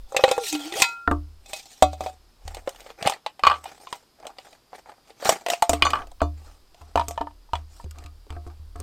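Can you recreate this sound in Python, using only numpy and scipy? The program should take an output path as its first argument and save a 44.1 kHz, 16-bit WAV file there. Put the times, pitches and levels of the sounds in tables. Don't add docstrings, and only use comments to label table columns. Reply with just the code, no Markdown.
import sys
import numpy as np
from scipy import signal
from scipy.fft import rfft, irfft
from scipy.io import wavfile
from scipy.ndimage import uniform_filter1d

SR = 44100
rng = np.random.default_rng(int(sys.argv[2]) if len(sys.argv) > 2 else 0)


def to_wav(sig):
    pcm = np.clip(np.atleast_2d(sig), -1, 1) * 32767
    pcm = np.round(pcm).astype(np.int16)
    wavfile.write(sys.argv[1], SR, pcm.T)


def elevation(decibels):
    levels = np.asarray(decibels, float)
    return 10 ** (levels / 20)


N = 388962


def evened(x):
    return x / np.sqrt(np.mean(x ** 2) + 1e-20)


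def coloured(points):
    hz, db = np.transpose(points)
    f = np.fft.rfftfreq(N, 1 / SR)
    weight = elevation(np.interp(np.log(f + 1), np.log(hz + 1), db))
    return evened(irfft(rfft(rng.standard_normal(N)) * weight, N))


def drifting(shape, bins, frames):
    field = uniform_filter1d(rng.standard_normal(shape), size=bins, axis=0)
    return evened(uniform_filter1d(field, size=frames, axis=1))


def patchy(x, spread_db):
    z = signal.stft(x, nperseg=512)[2]
    gain = elevation(spread_db * drifting(z.shape, 3, 4))
    return evened(signal.istft(z * gain, nperseg=512)[1][:N])


def whistle(hz, width):
    r = np.exp(-np.pi * width / SR)
    noise = rng.standard_normal(N) + 1j * rng.standard_normal(N)
    slow = signal.lfilter([1], [1, -2 * r, r * r], noise)
    carrier = np.exp(2j * np.pi * np.cumsum(hz) / SR)
    return evened((slow * carrier).real)


def curve(rows, column):
    rows = np.array(rows)
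    return np.interp(np.arange(N) / SR, rows[:, 0], rows[:, column])


def strikes(s, size):
    train = np.zeros(N)
    np.add.at(train, np.minimum((np.array(s) * SR).astype(int), N - 1), size)
    return train


def mode(x, hz, t60):
    r, w = 10 ** (-3 / (t60 * SR)), 2 * np.pi * hz / SR
    return signal.lfilter([0, np.sin(w)], [1, -2 * r * np.cos(w), r * r], x)


def rung(modes, s, blow_db, spread_db, tilt_db=0, grip=0):
    luck = rng.standard_normal((len(s), len(modes)))
    middle_hz = modes[len(modes) // 2][0]
    out = np.zeros(N)
    for k, (hz, db, t60) in enumerate(modes):
        tilt = tilt_db * np.log2(hz / middle_hz)
        clicks = strikes(s, elevation(blow_db + db + spread_db * luck[:, k] + tilt))
        out += mode(clicks, hz, 1 / (1 / t60 + grip))
    return out


def dying(s, size, t60):
    r = 10 ** (-3 / (t60 * SR))
    return signal.lfilter([1], [1, -r], strikes(s, size))


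def clacks(blows, hollow_t60, crack_t60, tail_t60, tail_db, near_db, dull_db):
    s, knock_db, hz, clack_db, crack_db = np.transpose(blows)[:5]
    out, t = np.zeros(N + 8000), np.arange(8000) / SR
    swell = 1 - np.exp(-t / 0.0016)
    for start, f, db, luck in zip(s, hz, knock_db, rng.uniform(-1.3, 1, (len(s), 6))):
        near = f * (np.array([.8, 1.12, 1.35]) + 0.07 * luck[:3])
        notes = np.sin(2 * np.pi * f * t)
        notes = notes + elevation(near_db + 1.6 * luck[3:]) @ np.sin(2 * np.pi * near[:, None] * t)
        decay = elevation(db - 60 * t / hollow_t60) + elevation(db - 20 - 60 * t / 0.11)
        out[int(start * SR):][:8000] += decay * swell * notes
    out = signal.sosfilt(signal.butter(2, 330, "high", fs=SR, output="sos"), out)
    dull = coloured([(90, -31.5), (250, -21.5), (600, 6.0), (1200, 2.5), (2000, -16.0), (2600, -50.5)])
    middle = coloured([(1200, -21.5), (1900, 3.5), (3000, 4.0), (5000, -4), (7000, -46.0)])
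    bright = coloured([(3500, -32.0), (5200, 3.0), (8500, 5.5), (10500, -11.0), (13500, -4.0),
                       (16200, -23.5), (16600, -42.0)])
    middle, bright = patchy(middle, 4.5), patchy(bright, 4.)
    for noise, db in (dull, knock_db + dull_db), (middle, clack_db - 3.5), (bright, crack_db - 8.5):
        envelope = dying(s, elevation(db), crack_t60) + dying(s, elevation(db + tail_db), tail_t60)
        envelope = envelope - dying(s, elevation(db), 0.0016)
        out[:N] += noise * envelope
    return out[:N]


# start t/s, length/s, dull rub level/dB, bright hiss level/dB
STROKES = [(0.099, 0.11, -46.5, -56), (0.206, 0.16, -33, -46.5), (0.399, 0.028, -42.5, -45.5),
           (0.464, 0.038, -43.5, -29.5), (0.561, 0.22, -39, -44), (0.795, 0.018, -21, -25.5),
           (0.892, 0.12, -65, -73.5), (1.483, 0.047, -45, -51.5), (1.554, 0.042, -45.5, -43),
           (1.632, 0.3, -56, -54.5), (2.031, 0.051, -38, -47.5), (2.447, 0.16, -49, -60.5),
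           (2.689, 0.21, -51.5, -57), (3.008, .04, -40, -56), (3.053, 0.026, -32, -52),
           (3.469, 0.31, -58, -63), (3.679, 0.011, -45.5, -52), (3.824, 0.092, -61.5, -58),
           (3.945, 0.023, -51, -53.5), (4.238, 0.038, -46.5, -68.5), (4.4, 0.14, -55, -60.5),
           (4.755, 0.019, -55.5, -58.5), (4.892, 0.015, -47.5, -61.5), (5.086, 0.015, -57, -62.5),
           (5.284, 0.0035, -21.5, -27), (5.527, 0.01, -37.5, -38), (5.716, 0.053, -49, -52.5),
           (5.839, 0.16, -40.5, -56), (6.39, 0.16, -62.5, -64), (6.779, 0.12, -61.5, -67),
           (6.984, 0.16, -56, -59), (7.561, 0.02, -54, -63), (7.734, 0.13, -64, -58.5),
           (7.98, 0.047, -52, -65), (8.326, 0.023, -53.5, -70), (8.466, 0.013, -55, -65.5),
           (8.81, .03, -47.5, -61)]
RISE_DB_PER_S, FALL_DB_PER_S = 360, 305
SETTLE_DB, SETTLE_DB_PER_S = -27.5, 63.5
BREAK_S = 7.842


def stroked(column):
    t = np.arange(0, N + 64, step=64) / SR
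    start, length, db = np.transpose(STROKES)[[0, 1, column], :, None]
    early, late = np.maximum(start - t, 0), np.maximum(t - start - length, 0)
    fall = elevation(-FALL_DB_PER_S * late) + elevation(SETTLE_DB - SETTLE_DB_PER_S * late)
    shape = elevation(-RISE_DB_PER_S * early) * fall
    shape = shape * ((start > BREAK_S) | (t < BREAK_S))
    return np.interp(np.arange(N) / SR, t, np.sqrt(((elevation(db) * shape) ** 2).sum(0)))


# f/Hz, relative level/dB per Hz
AIR = [(15, -33), (25, 3), (231, -3.5), (311, -1), (481, -5.5), (762, -7.5), (1030, -6), (1970, -14),
       (3210, -12.5), (4950, -10), (5670, -16.5), (14700, -21.5), (16300, -50)]
AIR_DB = -63
# f/Hz, width/Hz, level/dB
CRICKETS = [(5100, 1000, -78)]
# t/s, f/Hz
NEAR_CRICKET = [(0, 5114), (3.8, 5220), (4.6, 4775), (5.2, 4790), (5.9, 5160), (8.82, 4630)]


def night():
    out = elevation(AIR_DB) * coloured(AIR)
    for hz, w, db in CRICKETS:
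        band = [(hz - 2 * w, -40), (hz - w / 2, -3), (hz, 0), (hz + w / 2, -3), (hz + 2 * w, -40)]
        out = out + elevation(db) * coloured(band)
    return out + elevation(-76.5) * whistle(curve(NEAR_CRICKET, 1), 170.)


# t/s, sway level/dB, board level/dB
THUMPS = [(1.077, -19.5, -25.5), (1.113, -18, -23), (1.824, -19, -23.5), (2.008, -39, -38),
          (2.453, -30, -73), (3.428, -41, -57), (3.468, -35, -63), (5.696, -22, -27), (5.735, -34, -28),
          (5.825, -24.5, -30), (6.219, -15.5, -22.5), (6.813, -37, -57), (6.956, -22, -32.5),
          (7.083, -28.5, -38.5), (7.209, -33, -36), (7.533, -23.5, -52), (7.845, -26, -89),
          (7.978, -38.5, -62), (8.049, -29.5, -55), (8.304, -26, -46.5), (8.366, -28, -46),
          (8.466, -27, -49.5), (8.598, -33, -77), (8.757, -33, -49), (8.795, -29, -56)]
# t/s, level/dB
TREMBLE = [(0, -36), (.15, -60), (1.06, -83), (1.1, -40.5), (1.7, -67), (2.42, -55.5), (2.5, -42),
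           (3.1, -77.5), (5.65, -79), (5.72, -55.5), (6.2, -40), (6.7, -55.5), (8.82, -46.5)]
# f/Hz, relative level/dB, t60/s
SWAY = [(42.7, -16.5, 0.19), (76.15, -3, 0.53)]
# f/Hz, relative level/dB, t60/s
BOARD = [(294, -2, .24), (345, -7, .15), (440, -3, .09), (585, -14, .2), (702, 0, .15), (915, -9, .12),
         (1017, -13, .15), (1093, -9, .13), (1147, -2, .12), (1204, -10, .11), (1277, -8, .14)]


def table():
    s, sway_db, board_db = np.transpose(THUMPS)
    low = coloured([(15, 13.0), (28, 2.0), (41, 22.5), (52, -6.5), (75, -2.5), (100, -41.0)])
    tremble = elevation(curve(TREMBLE, 1)) * low
    on_board = np.arange(N) > 5.6 * SR
    dragged = elevation(-32.5) * stroked(column=2) * on_board * rng.standard_normal(N)
    board = rung(BOARD, s, board_db, 4.6, -4. * (s > 7.8))
    board = board + sum(elevation(db) * mode(dragged, hz, t60) for hz, db, t60 in BOARD)
    struck = rung(SWAY, s, sway_db, 0.) + board
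    blunt = signal.butter(4, 2500., fs=SR, output="sos")
    return signal.sosfilt(blunt, struck) + tremble


# t/s, level/dB
PUFFS = [(3.024, -33), (3.061, -22), (5.29, -30), (7.843, -36.5)]
PUFF_S = 0.0015


def puffs():
    s, db = np.transpose(PUFFS)
    u = np.arange(-400, 400) / (PUFF_S * SR)
    pulse = (1 - u ** 2) * np.exp(-u ** 2 / 2)
    return signal.oaconvolve(strikes(s, elevation(db)), pulse, "same")


# f/Hz, relative level/dB per Hz
RUB = [(88, -35), (150, -14.5), (475, 0), (602, -1), (798, 8), (1050, -10.5), (1160, -3.5), (2500, -10.5),
       (3250, -42), (5500, -120)]
# f/Hz, relative level/dB per Hz
HISS = [(880, -50.5), (1500, -20), (1910, -4.5), (2110, -7), (2400, -1), (4410, 0.5), (8710, -2),
        (10200, -13), (13800, -10), (15900, -20), (16300, -39)]


def slide():
    on_metal = np.arange(N) < 2.2 * SR
    grains = elevation(8.4 * np.minimum(rng.exponential(1, N), 4)) * (rng.random(N) < 500 / SR)
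    grains = grains * np.where(on_metal, 0.7, 1)
    grainy = evened(0.5 + signal.lfilter([1], [1, -np.exp(-1 / 350.0)], grains))
    rub = grainy * elevation(-7 * on_metal) * stroked(column=2) * coloured(RUB)
    hiss = evened(np.sqrt(grainy)) * stroked(column=3) * patchy(coloured(HISS), 3.)
    z = signal.stft(rub + hiss, nperseg=256)[2]
    gain = elevation(2.8 * drifting(z.shape, 5, 14))
    return signal.istft(z * gain, nperseg=256)[1][:N]


# t/s, f/Hz, hum level/dB
CAVITY = [(.12, 542, -74), (.3, 515, -84), (.39, 477, -43), (.42, 470, -31.5), (.5, 323, -67),
          (.54, 303.4, -25), (.64, 284.3, -44.5), (.67, 312, -34), (.72, 344.7, -53), (.76, 425.6, -33),
          (.795, 720, -44.5), (.825, 1102, -70), (.9, 633, -94)]


def cavity():
    note = np.sin(2 * np.pi * np.cumsum(curve(CAVITY, 1)) / SR)
    return np.sqrt(2) * elevation(curve(CAVITY, 2)) * note


# f/Hz, relative level/dB, t60/s
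PLASTIC = [(2300, -11, .07), (2450, 1, .05), (2940, 1, .055), (3110, -4, .04), (3430, -11, .05)]


def piece(hits, hz, crack_db, walls_db):
    s, knock_db, clack_db = np.transpose(hits)
    note = hz * (1 + .02 * rng.standard_normal(len(s)))
    blows = np.transpose([s, knock_db, note, clack_db - 2, clack_db + crack_db])
    walls = rung(PLASTIC, s, clack_db + walls_db, 2.8)
    return clacks(blows, 0.023, 0.013, 0.098, -10, -12.5, -19.0) + walls


# t/s, hollow knock level/dB, clack level/dB
LID_HITS = [(3.436, -2, -17.5), (3.446, -13.5, -32.5), (3.4512, -3.5, -22.5), (3.4635, -16, -30),
            (3.4685, 1, -12), (3.473, 0.5, -16), (3.499, -6, -22.5), (3.511, -5.5, -37.5),
            (3.516, -9, -27.5), (3.529, -17, -37), (3.54, -17.5, -34), (3.546, -28, -41),
            (3.559, -25.5, -41.5), (5.823, -3, -5.5), (5.853, -4, -27), (5.867, -5, -21), (5.934, -3, -24),
            (5.956, -11.5, -30), (5.971, -17.5, -40.5), (5.99, -23, -42), (6.02, -28.5, -45.5)]
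# f/Hz, relative level/dB, t60/s
LID = [(940, -5, .12), (1060, -2, .14), (1160, -6, .2), (1270, -5, .2)]
# f/Hz, relative level/dB, t60/s
RIM = [(4280, -5, 0.027)]
# t/s, hollow knock level/dB, clack level/dB
EMPTY_HITS = [(6.975, -3, -22.5), (6.996, -8, -27.5), (7.012, -10, -37.5), (7.177, -11.5, -33),
              (7.212, -9, -33.5), (7.271, -20.5, -54), (7.308, -38, -55), (7.49, -41.5, -69),
              (7.534, -7.5, -26.5), (7.554, -18, -28.5), (7.799, -28.5, -67)]
# f/Hz, relative level/dB, t60/s
EMPTY = [(680, -2, .14), (740, -3, .1), (851, -10, .12), (947, -8, .1), (1230, -8, .08), (1755, -4, .05),
         (3040, -12, .05)]


def loose_parts():
    s, knock_db, clack_db = np.transpose(LID_HITS)
    lid = piece(LID_HITS, 1142, -14.5, walls_db=-6) + rung(LID, s, knock_db - 24.0, 1.9)
    lid = lid + rung(RIM, s[s < 4], clack_db[s < 4], 3.)
    s, knock_db, _ = np.transpose(EMPTY_HITS)
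    empty = piece(EMPTY_HITS, 932, -7.5, walls_db=-11.5) + rung(EMPTY, s, knock_db - 23.0, 4.4)
    return lid + empty


# t/s, hollow knock level/dB, hollow f/Hz, clack level/dB, crack level/dB
BOX_BLOWS = [(1.076, -2.5, 1379, -33.5, -51), (1.113, -4.5, 1190, -33, -32),
             (2.478, -26.5, 770, -30.5, -29.5), (2.546, -27, 800, -31, -26.5),
             (2.569, -26.5, 464, -40, -42), (2.675, -8.5, 545, -32.5, -37), (2.692, -49, 543, -36.5, -28),
             (2.805, -40, 580, -37, -36.5), (2.863, -29.5, 533, -40, -57), (2.903, -27, 465, -39, -50.5),
             (3.026, -18.5, 670, -23.5, -26.5), (3.043, -26, 600, -39.5, -42.5),
             (3.06, -18, 802, -23.5, -26), (3.066, -9.5, 818, -20, -25), (3.0733, -5, 759, -13, -15),
             (3.097, -12, 805, -24, -16), (3.122, -14.5, 780, -29, -42), (3.136, -36, 814, -31, -39),
             (3.263, -12, 850, -22, -33), (3.394, -23, 767, -33.5, -40), (3.641, -30, 910, -37.5, -29),
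             (3.656, -19.5, 772, -36.5, -59), (3.871, -25, 1033, -37, -57), (3.927, -14, 960, -26, -28.5),
             (4.268, -24.5, 627, -30.5, -27.5), (4.385, -26.5, 758, -31, -45),
             (4.731, -23.5, 743, -47, -67), (5.104, -34, 453, -41, -54), (5.226, -17, 565, -50.5, -48.5),
             (5.248, -29, 564, -29, -20), (5.292, 2.5, 663, -11.5, -2.5), (5.327, -70, 586, -36.5, -28),
             (5.463, -10, 710, -19, -24), (5.485, -13.5, 598, -25.5, -20), (5.501, -12.5, 698, -18, -13),
             (5.534, -11, 711, -22, -25), (5.623, 1, 874, -14.5, -12.5), (5.694, -3.5, 685, -20, -5),
             (5.732, -9, 690, -17.5, -16), (5.904, -22, 694, -20.5, -22.5), (6.205, -22.5, 1110, -35, -63),
             (6.217, -4, 665, -38, -31), (6.816, -35, 1000, -46.5, -46), (6.957, -3.5, 725, -26, -28.5),
             (7.083, -44, 710, -34.5, -17.5), (7.109, -23, 695, -35, -27.5)]
# t/s, hollow knock level/dB, hollow f/Hz, clack level/dB, crack level/dB
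TICKS = [(2.76, -62.5, 690, -40, -40.5), (4.2, -37.5, 650, -51, -45.5), (4.227, -41, 685, -45.5, -60.5),
         (4.253, -30, 562, -45, -56.5), (4.529, -41, 650, -43, -55), (4.918, -37, 711, -46, -61),
         (6.745, -42, 708, -44, -48), (6.071, -38, 667, -46.5, -41), (6.116, -37.5, 714, -48, -43),
         (7.842, -38.5, 507, -44, -41), (7.861, -36.5, 370, -66, -67.5), (7.91, -47, 1440, -42, -31),
         (7.958, -45, 1160, -53, -56), (7.985, -47, 720, -38.5, -37), (8.039, -57, 740, -42, -39),
         (8.061, -45, 1130, -36.5, -38.5), (8.267, -42.5, 408, -62, -61), (8.295, -45, 1210, -60, -66),
         (8.304, -36, 730, -36, -39), (8.325, -45, 873, -43, -49), (8.365, -38, 1153, -57, -60),
         (8.474, -50, 1190, -50, -51), (8.5, -45.5, 1180, -54, -59), (8.759, -40.5, 1282, -45.5, -40),
         (8.801, -33, 404, -44, -26.5)]
# t/s, level/dB, brightness/dB per octave
STOVE_RINGS = [(3.66, -53.5, -27), (3.87, -57, -21.5), (5.503, -40, 0), (5.851, -27.5, 0.5),
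               (6.226, -44, -8)]
# f/Hz, relative level/dB, t60/s
STOVE = [(2444, -14, .2), (2900, -8, .12), (3553, -4, .16), (4081, -5, .07), (4290, 0, .1), (4619, -4, .16),
         (6083, -2, .14), (6988, -2, .15), (8409, -10, .1)]
# f/Hz, relative level/dB, t60/s
BURNER = [(1238, 2, .15), (2342, -4, .1), (2783, -5, .1), (4210, -5, .1), (4888, -3, .12)]


def box():
    s, knock_db, _, clack_db, _ = np.transpose(BOX_BLOWS)
    walls = rung(PLASTIC, s, clack_db - 18.5, 0.71)
    open_hum = mode(strikes(s, elevation(knock_db - 14.5) * (s > 5.4)), 696, .13)
    s, _, _, clack_db, _ = np.transpose(TICKS)
    late = s > BREAK_S
    metal = rung(STOVE, s, clack_db - 21 - 9 * late, 4, grip=14.)
    metal = metal + rung(BURNER, s[late], clack_db[late] - 17.5, 2.7)
    s, ring_db, tilt_db = np.transpose(STOVE_RINGS)
    metal = metal + rung(STOVE, s, ring_db, 0.58, tilt_db)
    blows = clacks(BOX_BLOWS, 0.021, 0.022, 0.13, -14, -10.5, -15.0)
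    ticks = clacks(TICKS, 0.035, 0.0174, 0.044, -14.5, -7, -13.0)
    return blows + ticks + walls + open_hum + metal


# t/s, hollow knock level/dB, clack level/dB, crack level/dB
MUG_BLOWS = [(.122, -25, -61.5, -36), (0.146, -16.5, -41.5, -43.5), (0.165, -12.5, -12, -13),
             (.192, -12.5, -35.5, -50), (.238, 1.5, -10, -18), (0.28, -11.5, -25.5, -33),
             (0.289, -34.5, -23.5, -27.5), (0.313, -8, -17.5, -13), (.379, -9.5, -38, -25),
             (0.527, -24, -33, -17), (0.55, -21.5, -22, -33.5), (0.656, -35, -32, -32.5),
             (0.723, -26, -25, -28.5), (.738, -25, -29.5, -26.5), (0.79, -39, -30.5, -23.5),
             (0.82, -14, -5.5, -0.5), (0.841, -27, -15, -22), (1.46, -51, -56, -40),
             (1.533, -25, -28, -21.5), (1.824, -1, -15.5, -11.5), (1.932, -27, -50.5, -37),
             (2.007, -21.5, -33.5, -31.5), (2.062, -19.5, -32.5, -55)]
# f/Hz, relative level/dB, t60/s
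MUG = [(778, -9, .2), (943, -10, .28), (1385, -12, 1.15), (2040, -13, .2), (2200, -10, .2),
       (2335, -11, .11), (2541, 0, .31), (2568, -15, .25), (3262, -6, .16), (3557, 0, .12), (3730, -6, .12),
       (3878, -5, .1), (4052, -6, .2), (4650, -15, .22), (4861, -15, .15), (5373, -18, .19),
       (5870, -14, .2), (6700, -18, .2), (7050, -17, .2), (7680, -15, .17)]
# t/s, f/Hz, level/dB
SQUEAK = [(.57, 3500, -71.5), (.61, 3320, -37), (.66, 3200, -45), (.7, 3290, -56), (.79, 3280, -39),
          (.83, 3245, -77)]


def mug():
    s, knock_db, clack_db, crack_db = np.transpose(MUG_BLOWS)
    ring_db = np.maximum(clack_db, crack_db) - 19.5
    air_hz = curve(CAVITY, 1)[(s * SR).astype(int)]
    blows = np.transpose([s, knock_db, air_hz, clack_db, crack_db])
    t, loose = np.arange(N) / SR, s < 1.07
    grit = elevation(-35) * stroked(column=3) * rng.standard_normal(N)
    stirred, rubbed = np.zeros(N), np.zeros(N)
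    for hz, db, t60 in MUG:
        octaves = np.log2(hz / 3000)
        stirred += elevation(db - 11.0 + 3.5 * octaves) * mode(grit * (t < 1), hz, t60)
        held_grit = grit * (t > 1.4) * (t < 2.2)
        rubbed += elevation(db - 10.0 + 5.6 * octaves) * mode(held_grit, hz, 1 / (1 / t60 + 3.3))
    palm = np.interp(t, [1.07, 1.09], [1, .06])
    free = palm * (rung(MUG, s[loose], ring_db[loose], 2.5) + stirred)
    held = rung(MUG, s[~loose], ring_db[~loose] + 8, 2.5, 4, grip=3.)
    rubbing = elevation(-34.5) * stroked(column=2) * (t < 2.2) * rng.standard_normal(N)
    push = strikes(s, elevation(knock_db - 9.5)) + rubbing
    standing = t > 1.8
    bottom = mode(push * ~standing, 795, 0.11)
    bottom = bottom + elevation(4.5) * mode(push * standing, 748, 0.14)
    bottom = bottom + elevation(-3.5) * mode(push * standing, 587, 0.14)
    squeak = elevation(curve(SQUEAK, 2)) * (t < 1) * whistle(curve(SQUEAK, 1), 250.)
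    clack = clacks(blows, 0.045, 0.041, 0.12, -22, -17.0, -12.5)
    return clack + free + held + rubbed + bottom + squeak


def scene():
    background = night() + table() + puffs() + slide()
    return (background + cavity() + loose_parts() + box() + mug())[None]


def band_limit(x):
    return signal.sosfilt(signal.butter(12, 16490, fs=SR, output="sos"), x)


def record(dry):
    mix = np.clip(dry, -1, 1)
    return band_limit(mix)


dry = scene()
out = record(dry)
to_wav(out)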